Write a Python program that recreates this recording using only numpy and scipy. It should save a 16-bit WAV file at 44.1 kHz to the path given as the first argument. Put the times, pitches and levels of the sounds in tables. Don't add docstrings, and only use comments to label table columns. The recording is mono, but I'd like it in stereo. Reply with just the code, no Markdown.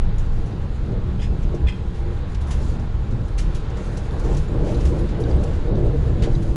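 import sys
import numpy as np
from scipy import signal
from scipy.fft import rfft, irfft, next_fast_len
from scipy.io import wavfile
from scipy.ndimage import uniform_filter1d, map_coordinates

SR = 44100
rng = np.random.default_rng(int(sys.argv[2]) if len(sys.argv) > 2 else 0)


def gain_from_db(level_db):
    decades = np.asarray(level_db, float) / 20
    return 10 ** decades


def transcribe(u):
    v = np.clip(np.atleast_2d(u).T, -1, 1)
    q = np.round(v * 32767).astype(np.int16)
    wavfile.write(sys.argv[1], SR, q)


N = 289283
BURST_T = np.arange(SR // 3) / SR

# frequency in Hz, width in Hz, level in dB.
CABIN_MODES = [(23.7, 13.4, 4), (43, 32, 2), (57.6, 7.6, -4), (68, 14.8, 5)]
# frequency in Hz, width in Hz, level in dB.
SHELL_MODES = [(107.6, 16.2, 0), (131, 30, -2), (176, 51, -6.5), (213.6, 8.4, -7.5)]
# frequency in Hz, width in Hz, level in dB.
FLOOR_MODES = [(254, 57, -19), (297, 55, 1), (345, 26, 2.5), (400, 55, -4)]
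# frequency in Hz, width in Hz, level in dB.
SMALL_FLOOR_MODES = [(463, 56, 3), (558, 16, -6), (595, 36, -2.5), (780, 150, -12), (880, 200, -36)]
# frequency in Hz, width in Hz, level in dB.
RAIL_MODES = [(740, 250, -2), (849, 200, -1.5), (1007, 170, -2), (1130, 280, -6.5), (1460, 520, -12.5)]
# time in seconds, level in dB.
SWAY_LEVEL = [(0.0, -21), (0.51, -24.5), (1.55, -20), (1.59, -31), (1.64, -15.5), (1.77, -23),
              (2.56, -20.5), (2.72, -22), (3.51, -23.5), (3.65, -25), (4.16, -23.5), (4.35, -17),
              (4.51, -25.5), (4.53, -20), (5.17, -20.5), (5.24, -19.5), (5.26, -19), (6.56, -19)]
SMOOTH_DB = -41
# centre in seconds, level in dB, length in seconds,
# long ripples in dB, short ripples in dB.
ROUGH_PATCHES = [(0.07, -50.5, 0.49, 7, 2), (0.517, -39.5, .12, 2, -1), (0.923, -33, 0.079, 0, -6),
                 (1.12, -42, 0.11, 4, -8), (1.337, -36, 0.072, 1, -7), (1.477, -35, 0.03, -.5, -11),
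                 (1.539, -31.5, 0.031, -2, -9), (1.634, -36.5, 0.05, 3, -6), (1.736, -49, 0.022, 7.5, -6),
                 (2.07, -39, 0.083, -0.5, -1), (2.235, -42, 0.091, -5, -1), (2.49, -45, 0.06, 3.5, 7),
                 (2.6, -37.5, 0.051, -6, 0), (2.72, -40, 0.21, 0.5, 1.5), (2.85, -51, .06, 5, -1),
                 (3.163, -38, 0.09, 2.5, -4), (3.477, -42, 0.24, 0, 2.5), (3.783, -34.5, .1, -8, -0.5),
                 (3.916, -35, .1, -5.5, -1), (4.054, -37, 0.13, -6.5, -1), (4.147, -34.5, 0.038, 2.5, 3.5),
                 (4.305, -28.5, 0.098, 0.5, 2.5), (4.577, -32, 0.12, 0, 0), (4.684, -26, 0.16, -1, -2),
                 (4.798, -34, 0.031, -1, -5), (4.952, -27, 0.12, 1, -1.5), (5.134, -32.5, 0.028, -1.5, 1),
                 (5.23, -26.5, 0.1, 1, -5), (5.385, -27, 0.12, -0.5, -1.5), (5.523, -32.5, 0.068, -2, 1),
                 (5.717, -31, 0.099, 1, -1.5), (5.817, -25.5, 0.16, -0.5, -9), (5.954, -33, 0.12, 1.5, -6),
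                 (6.1, -32, 0.08, 4, -2), (6.25, -30, 0.11, 0.5, 0), (6.5, -33.5, 0.24, 3.5, -6)]
# time in seconds, level in dB.
VENT_LEVEL = [(0.0, -52.5), (0.8, -53), (1.28, -53), (1.97, -53), (2.59, -51.5), (2.9, -53), (3.21, -53.5),
              (3.6, -50), (4.66, -52), (4.79, -50.5), (5.46, -51), (6.56, -52.5)]
# frequency in Hz, level per Hz in dB.
VENT_COLOUR = [(700, -26), (1300, 4), (1650, 1), (2200, -3.5), (3000, -6), (3900, -6.5), (4800, -14),
               (6000, -24), (7500, -36), (11000, -62)]
# frequency in Hz, width in Hz, level in dB.
FAN_LINES = [(810, 9.2, -2.5), (1113, 10, -4.5), (2654, 13, -17), (3240, 4.6, -37)]
# centre in seconds, level in dB, length in seconds.
LUGGAGE_SHIFTS = [(.45, -66.5, 0.33), (2.4, -66, 0.15), (2.64, -54.5, 0.14), (3.4, -64.5, 0.29),
                  (3.92, -57, 0.21), (4.15, -69, 0.092), (4.33, -55, 0.19), (4.7, -62, 0.16),
                  (4.86, -54, 0.25), (5.4, -59.5, 0.18), (2.15, -65.5, 0.28), (5.9, -65.5, 0.5),
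                  (6.1, -63, 0.18), (6.45, -58, .2)]
# frequency in Hz, level per Hz in dB.
RUSTLE_COLOUR = [(2500, -27), (4500, 1), (5600, -2), (6900, 1), (7900, -5), (9000, -7), (10200, -6.5),
                 (11500, -10.5)]
# centre in seconds, level in dB, frequency in Hz, length in seconds.
MODE_HUMS = [(0.076, -14, 22.07, 0.36), (0.352, -18.5, 22.95, 0.17), (0.893, -29.5, 340, 0.038),
             (0.97, -32, 463, 0.03), (1.086, -30, 365.4, 0.029), (1.586, -35, 347, 0.076),
             (2.023, -38, 805, 0.032), (2.102, -30, 345, 0.062), (1.66, -17, 63.2, 0.13),
             (3.462, -16.5, 41.85, 0.18), (4.856, -11, 68, 0.052), (5.342, -11.5, 67.9, 0.077),
             (5.927, -18.5, 131.3, 0.3), (6.03, -21, 68, 0.47), (5.951, -20.5, 453, 0.022),
             (6.373, -13.5, 131, 0.025), (6.47, -31, 336.8, 0.49), (0.083, -24, 181, 0.046),
             (0.644, -41, 561, 0.031), (0.908, -39.5, 205, 0.046), (1.549, -35, 450, .025),
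             (1.784, -31.5, 190.5, 0.24), (4.39, -20, 149, 0.051), (5.03, -28, 347, 0.036),
             (5.744, -25, 199.4, 0.086)]
# start in seconds, peak in dB, top part in dB, T60 in seconds.
TRIM_SLIPS = [(.8594, -56, -14.5, 0.11), (2.4104, -45.5, -6, 0.12), (2.4698, -46.5, -3.5, 0.17),
              (2.509, -33.5, -9, .13), (3.1094, -49, -33, 0.11), (3.2819, -48.5, -6, 0.068),
              (3.381, -37, -6, 0.051), (3.388, -31.5, -9.5, 0.065), (3.4, -40, -11, 0.09),
              (3.548, -37, -7, 0.11), (3.7698, -43, -31, 0.11), (4.1084, -52, -1, .18),
              (4.3485, -40, -11, 0.05), (4.809, -41, -30, 0.051), (4.853, -36, -12, 0.11),
              (5.5303, -46, -30, .17), (6.4244, -45.5, -6, 0.079)]
# start in seconds, peak in dB, top part in dB, T60 in seconds.
STRAP_SLIPS = [(.182, -42.5, -11, 0.15), (.4594, -49, -6, 0.15), (1.4311, -47, -22, 0.065),
               (1.5459, -43.5, -14, 0.11), (2.795, -46.5, -19, 0.098), (3.4144, -44, -18, .097),
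               (3.6994, -47, -34, 0.056), (3.9724, -35.5, -10, 0.072), (3.9914, -53, -15, 0.12),
               (4.1969, -41, -9, 0.059), (4.2423, -42, -12, 0.17), (4.369, -34.5, -11, 0.11),
               (4.9866, -45, -2, 0.12), (5.2021, -43, -4, 0.12), (5.2939, -46, -26, .12),
               (5.437, -38, -7.5, 0.056)]
# start in seconds, peak in dB, top part in dB, T60 in seconds.
PANEL_SLIPS = [
    (.9193, -57, -41, 0.078),
    (1.9445, -50, -8, 0.23),
    (2.348, -43.5, -22, 0.055),
    (4.6463, -44, -11, 0.36),
    (5.0878, -46, -27, 0.15),
    (5.7568, -54, -20, .14),
    (6.2253, -37, -17, 0.043),
    (6.236, -38, -18, .08),
    (6.2464, -48, -18, 0.14),
]
TRIM_LOW_DB, STRAP_LOW_DB, PANEL_LOW_DB = 3, -0.5, 9.5
# start in seconds, level in dB, frequency in Hz, T60 in seconds.
PART_TICKS = [(.182, -44, 6940, 0.075), (.422, -48, 4360, .02), (.528, -43.5, 3800, .02),
              (2.322, -57, 7100, .03), (4.11, -41.5, 3600, .02), (4.482, -51, 7030, 0.066),
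              (4.745, -41, 4000, 0.065), (4.812, -41, 5470, 0.02), (4.815, -44, 2960, 0.078),
              (4.991, -47, 3260, 0.047), (5.24, -37, 3760, 0.02), (5.314, -41, 4730, .02),
              (5.358, -56, 8400, 0.077), (5.392, -70, 8460, .07), (5.555, -54, 3700, .03),
              (5.757, -43, 3670, .018), (5.828, -53, 5000, .018), (5.84, -59, 8300, .12),
              (6.353, -37.5, 3900, .018)]
# start in seconds, level in dB, small panels in dB, T60 in seconds.
RAIL_DIPS = [(.637, -42, -3, 0.065), (.9, -38, -3, 0.11), (.92, -35.5, -1, 0.13), (1.455, -33, -10, 0.12),
             (1.536, -28, -5, .1), (2.039, -36.5, -8, .1), (2.599, -43, 0, 0.078), (4.196, -40, 3, 0.048),
             (4.291, -30, 7, 0.077), (4.541, -32, 0, .1), (4.635, -40, 1, 0.1), (4.729, -37, -3, .1),
             (5.031, -41, -6, .08), (5.199, -37, 0, 0.093), (5.674, -39, 0, 0.065), (5.78, -31, 7, 0.089),
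             (5.937, -30, 4, 0.085), (6.269, -24, 3, 0.072)]
# start in seconds, level in dB, brightness in dB.
FITTING_CONTACTS = [(1.195, -40.5, 2), (1.208, -49, 7), (1.219, -39, 5), (1.231, -39, 4.5), (1.243, -47, 6),
                    (1.262, -52, 0), (1.669, -35, 0), (1.684, -32, 1), (1.7, -49, 0), (1.721, -49, 5),
                    (1.745, -52, 0)]
# start in seconds, level in dB, frequency in Hz, T60 in seconds.
FITTING_NOTES = [(1.197, -57, 3900, .06), (1.212, -54, 7200, .07), (1.218, -51, 2560, .08),
                 (1.221, -53, 6730, .2), (1.225, -52, 5080, .2), (1.229, -44, 3220, .12),
                 (1.232, -48, 2030, .06), (1.255, -59, 5150, .2), (1.669, -40, 2520, .1),
                 (1.671, -36, 3420, .07), (1.682, -54, 8250, .08), (1.682, -34, 2070, 0.096),
                 (1.684, -33.5, 2543, 0.066), (1.684, -37, 3180, 0.13), (1.684, -54, 6530, .06),
                 (1.693, -52, 5130, .12), (1.7, -44, 3200, .12), (1.718, -47.5, 2500, 0.19),
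                 (1.722, -44, 3200, 0.15)]
# frequency in Hz, width in Hz, level in dB.
FITTING_LOW_MODES = [(1750, 300, -4), (2040, 240, -4), (2500, 390, -1), (2840, 300, -6), (3200, 300, -2),
                     (3500, 330, -6), (4050, 440, -11), (4570, 360, -21)]
# frequency in Hz, width in Hz, level in dB.
FITTING_HIGH_MODES = [(5000, 170, 3), (5700, 500, -5), (6620, 120, -1.5), (7200, 250, -5), (8150, 360, -8),
                      (9500, 600, -16)]
# frequency in Hz, T60 in seconds.
CAR_DECAY = [(1000, 0.41), (4000, 0.54), (10000, 0.4)]
# frequency in Hz, likeness from 0 to 1.
LIKENESS = [(25, .99), (150, .98), (270, .87), (500, .8), (850, .55), (1400, .64), (2000, .47), (3500, .57),
            (6000, .68), (10000, .54)]
# frequency in Hz, left over right in dB.
PORT_LEAN = [(25, 2.7), (100, 1.5), (400, .3), (900, -1.1), (1400, -2.8), (1800, -.4), (4000, -1.6),
             (10500, -1.8)]
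# frequency in Hz, lead of the left in radians.
PORT_LEAD = [(10, .3), (27, .5), (60, .9), (170, 1.5), (420, 1.12), (700, 1.3), (1150, 1.1), (1800, .15),
             (2500, 0)]


def unit(x):
    return x / np.sqrt(np.mean(x ** 2) + 1e-20)


def along(points, hz):
    f, value = np.transpose(points)
    return np.interp(np.log(hz + 1), np.log(f + 1), value)


def level_curve(rows):
    s, db = np.transpose(rows)
    return np.interp(np.arange(N) / SR, s, db)


def wobble(rate):
    knots = rng.standard_normal(int(N * rate / SR) + 4)
    return map_coordinates(knots, [np.arange(N) * rate / SR])


def bell(s, length):
    return np.exp(-2 * ((np.arange(N) / SR - s) / length) ** 2)


def swells(rows, floor_db):
    power = sum(gain_from_db(db) ** 2 * bell(s, length) for s, db, length in rows)
    return 10 * np.log10(gain_from_db(floor_db) ** 2 + power)


def filtered(x, response):
    edge = SR // 8
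    size = next_fast_len(N + 2 * edge)
    wide = np.pad(x, [(0, 0), (edge, edge)], "reflect")
    spectrum = rfft(wide, size) * response(np.fft.rfftfreq(size, 1 / SR))
    return irfft(spectrum, size)[:, edge:edge + N]


def modes(rows, order=1, top_hz=20000):
    def gain(hz):
        f = hz + 1e-3
        power = 0
        for centre, width, db in rows:
            peak = f * width / (centre * centre - f * f + 1j * f * width)
            power = power + gain_from_db(db) ** 2 * np.abs(peak) ** (2 * order)
        return np.sqrt(power) / (1 + (hz / top_hz) ** 4)
    return gain


def diffuse(response, patchy_db=0):
    z = signal.stft(rng.standard_normal((2, N)), nperseg=512)[2]
    patches = uniform_filter1d(rng.standard_normal(z.shape[1:]), 6, 0)
    patches = unit(uniform_filter1d(patches, 10, 1))
    pair = signal.istft(z * gain_from_db(patchy_db * patches), nperseg=512)[1][:, :N]

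    def mid_side(hz):
        angle = np.arccos(np.clip(along(LIKENESS, hz), -1, 1)) / 2
        return response(hz) * [np.cos(angle), np.sin(angle)]
    mid, side = filtered(pair, mid_side)
    return unit(np.array([mid + side, mid - side]))


def grit(response):
    noise = rng.standard_normal(N) + 0.84 * rng.standard_normal((2, N))
    return unit(filtered(noise, response))


def steadied(x, seconds, share):
    swell = np.abs(uniform_filter1d(np.mean(x ** 2, 0), int(seconds * SR))) + 1e-6
    return unit(x * swell ** (-share / 2))


def puff(db, t60, rise):
    fall = gain_from_db(db - 60 * BURST_T / max(t60, 0.02))
    return fall * (1 - np.exp(-BURST_T / rise)) ** 2


def tone(hz, phase=0):
    return np.sin(2 * np.pi * hz * BURST_T + phase)


def add(track, s, burst):
    track[..., round(s * SR):][..., :burst.shape[-1]] += burst


def roughness(long_share=0, short_share=0):
    rows = [(s, db + long_share * long_db + short_share * short_db, length)
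            for s, db, length, long_db, short_db in ROUGH_PATCHES]
    return swells(rows, SMOOTH_DB) - SMOOTH_DB


def rolling():
    sway_db = level_curve(SWAY_LEVEL) + 0.55 + 0.77 * wobble(16)
    boom_db = -28.5 + 0.5 * roughness(long_share=1.9) + 1.58 * wobble(9)
    roll_db = SMOOTH_DB + roughness(long_share=0.36) - 0.46
    drum_db = SMOOTH_DB + roughness(short_share=0.2) - 3.0
    rail_db = -46 + 0.42 * roughness(short_share=2.4) + 0.5 * wobble(5.7)

    air = diffuse(modes(CABIN_MODES, top_hz=93))
    shell = diffuse(modes(SHELL_MODES, top_hz=254))
    floor = diffuse(modes(FLOOR_MODES, top_hz=970), patchy_db=0.66)
    small = diffuse(modes(SMALL_FLOOR_MODES, top_hz=970), patchy_db=1.2)
    rail = diffuse(modes(RAIL_MODES, order=2), patchy_db=1.36)

    roar = gain_from_db(sway_db) * steadied(air, 0.17, share=0.47)
    roar += gain_from_db(boom_db) * steadied(shell, 0.096, share=1.0)
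    roar += gain_from_db(roll_db) * steadied(floor, 0.12, share=0.52)
    roar += gain_from_db(drum_db) * steadied(small, 0.15, share=0.6)
    roar += gain_from_db(rail_db) * steadied(rail, 0.069, share=0.6)
    return filtered(roar, lambda hz: 1 / (1 + (hz / 2000) ** 4))


def ventilation():
    air_db = level_curve(VENT_LEVEL) + 4.0 + 0.17 * roughness(short_share=1.7) + 0.45 * wobble(7.8)
    hiss = diffuse(lambda hz: gain_from_db(along(VENT_COLOUR, hz)), patchy_db=0.93)
    return gain_from_db(air_db) * hiss + gain_from_db(-54.5) * diffuse(modes(FAN_LINES, order=2))


def luggage():
    rustle_db = swells(LUGGAGE_SHIFTS, floor_db=-65.5) + 2.0 + 1.7 * wobble(30)
    return gain_from_db(rustle_db) * diffuse(lambda hz: gain_from_db(along(RUSTLE_COLOUR, hz)), patchy_db=-1.5)


def hums():
    t = np.arange(N) / SR
    waver = 1.92 * wobble(8.3)
    out = np.zeros(N)
    for s, db, hz, length in MODE_HUMS:
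        out += gain_from_db(db) * bell(s, length) * np.sin(2 * np.pi * hz * t + waver)
    return out


def creaks():
    low, mid, top = np.zeros((3, N + SR))
    parts = (TRIM_SLIPS, TRIM_LOW_DB), (STRAP_SLIPS, STRAP_LOW_DB), (PANEL_SLIPS, PANEL_LOW_DB)
    for slips, low_db in parts:
        for s, db, top_db, t60 in slips:
            body = puff(db - 0.9, t60, rise=0.079 * t60)
            crack = puff(db - 2.5, 0.029, rise=0.0031)
            slip = body + np.roll(crack, int(0.0039 * SR))
            add(low, s - 0.006, slip * gain_from_db(low_db))
            add(mid, s - 0.006, slip)
            add(top, s - 0.006, slip * gain_from_db(top_db))

    def band(hz, width_hz):
        return grit(modes([(hz, width_hz, 0)], order=3))
    out = low[:N] * band(hz=2400, width_hz=4600)
    out += mid[:N] * band(hz=6130, width_hz=3960)
    return out + top[:N] * band(hz=10020, width_hz=2400)


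def ticks():
    out = np.zeros(N + SR)
    for s, db, hz, t60 in PART_TICKS:
        note = tone(hz)
        if hz < 4200:
            note += 0.5 * tone(1.23 * hz) + 0.3 * tone(1.56 * hz)
        flutter = np.cos(1.3 * wobble(300)[:len(BURST_T)])
        add(out, s - 0.002, puff(db + 7, t60, rise=0.035 * t60) * note * flutter)
    return out[:N]


def thuds():
    def ring(panels):
        return sum(gain_from_db(db + rng.normal(0, 2)) * tone(hz, 2 * np.pi * rng.random())
                   for hz, width_hz, db in panels)
    out = np.zeros(N + SR)
    for s, db, small_db, t60 in RAIL_DIPS:
        panels = ring(FLOOR_MODES) + gain_from_db(small_db) * ring(SMALL_FLOOR_MODES)
        add(out, s, puff(db + 3, t60, rise=0.0034) * panels)
    return out[:N]


def fitting():
    low, top, notes = np.zeros((3, N + SR))
    for s, db, bright_db in FITTING_CONTACTS:
        add(low, s - 0.003, puff(db + 1.5, 0.095, rise=0.0029))
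        add(top, s - 0.003, puff(db + bright_db - 11.0, 0.09, rise=0.0033))
    for s, db, hz, t60 in FITTING_NOTES:
        waver = 1.5 * wobble(111)[:len(BURST_T)]
        add(notes, s - 0.002, puff(db + 4.5, t60, rise=0.0023) * tone(hz, waver))
    scrape = low[:N] * grit(modes(FITTING_LOW_MODES, order=2, top_hz=6030))
    scrape += top[:N] * grit(modes(FITTING_HIGH_MODES))
    return scrape + notes[:N]


def car_tail(x):
    noise = rng.standard_normal(SR // 2) + 2.1 * rng.standard_normal((2, SR // 2))
    hz, t, z = signal.stft(noise, SR, nperseg=256)
    decay = gain_from_db(-60 * t / along(CAR_DECAY, hz)[:, None])
    tail = signal.istft(z * decay, SR, nperseg=256)[1]
    return signal.fftconvolve(x, tail / np.linalg.norm(tail[0]), axes=1)[:, :N]


def scene():
    bed = rolling() + ventilation() + luggage() + hums()
    near = creaks() + ticks() + fitting()
    return bed + thuds() + near + gain_from_db(-12.0) * car_tail(near)


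def roll_off(x):
    return signal.sosfilt(signal.butter(12, 11090, fs=SR, output="sos"), x)


def record(dry):
    def ports(hz):
        level = gain_from_db(np.outer([0.5, -0.5], along(PORT_LEAN, hz)))
        phase = np.exp(np.outer([0.5j, -0.5j], along(PORT_LEAD, hz)))
        return level * phase * (hz < 11090)
    return roll_off(filtered(dry, ports))


dry = scene()
out = record(dry)
transcribe(out)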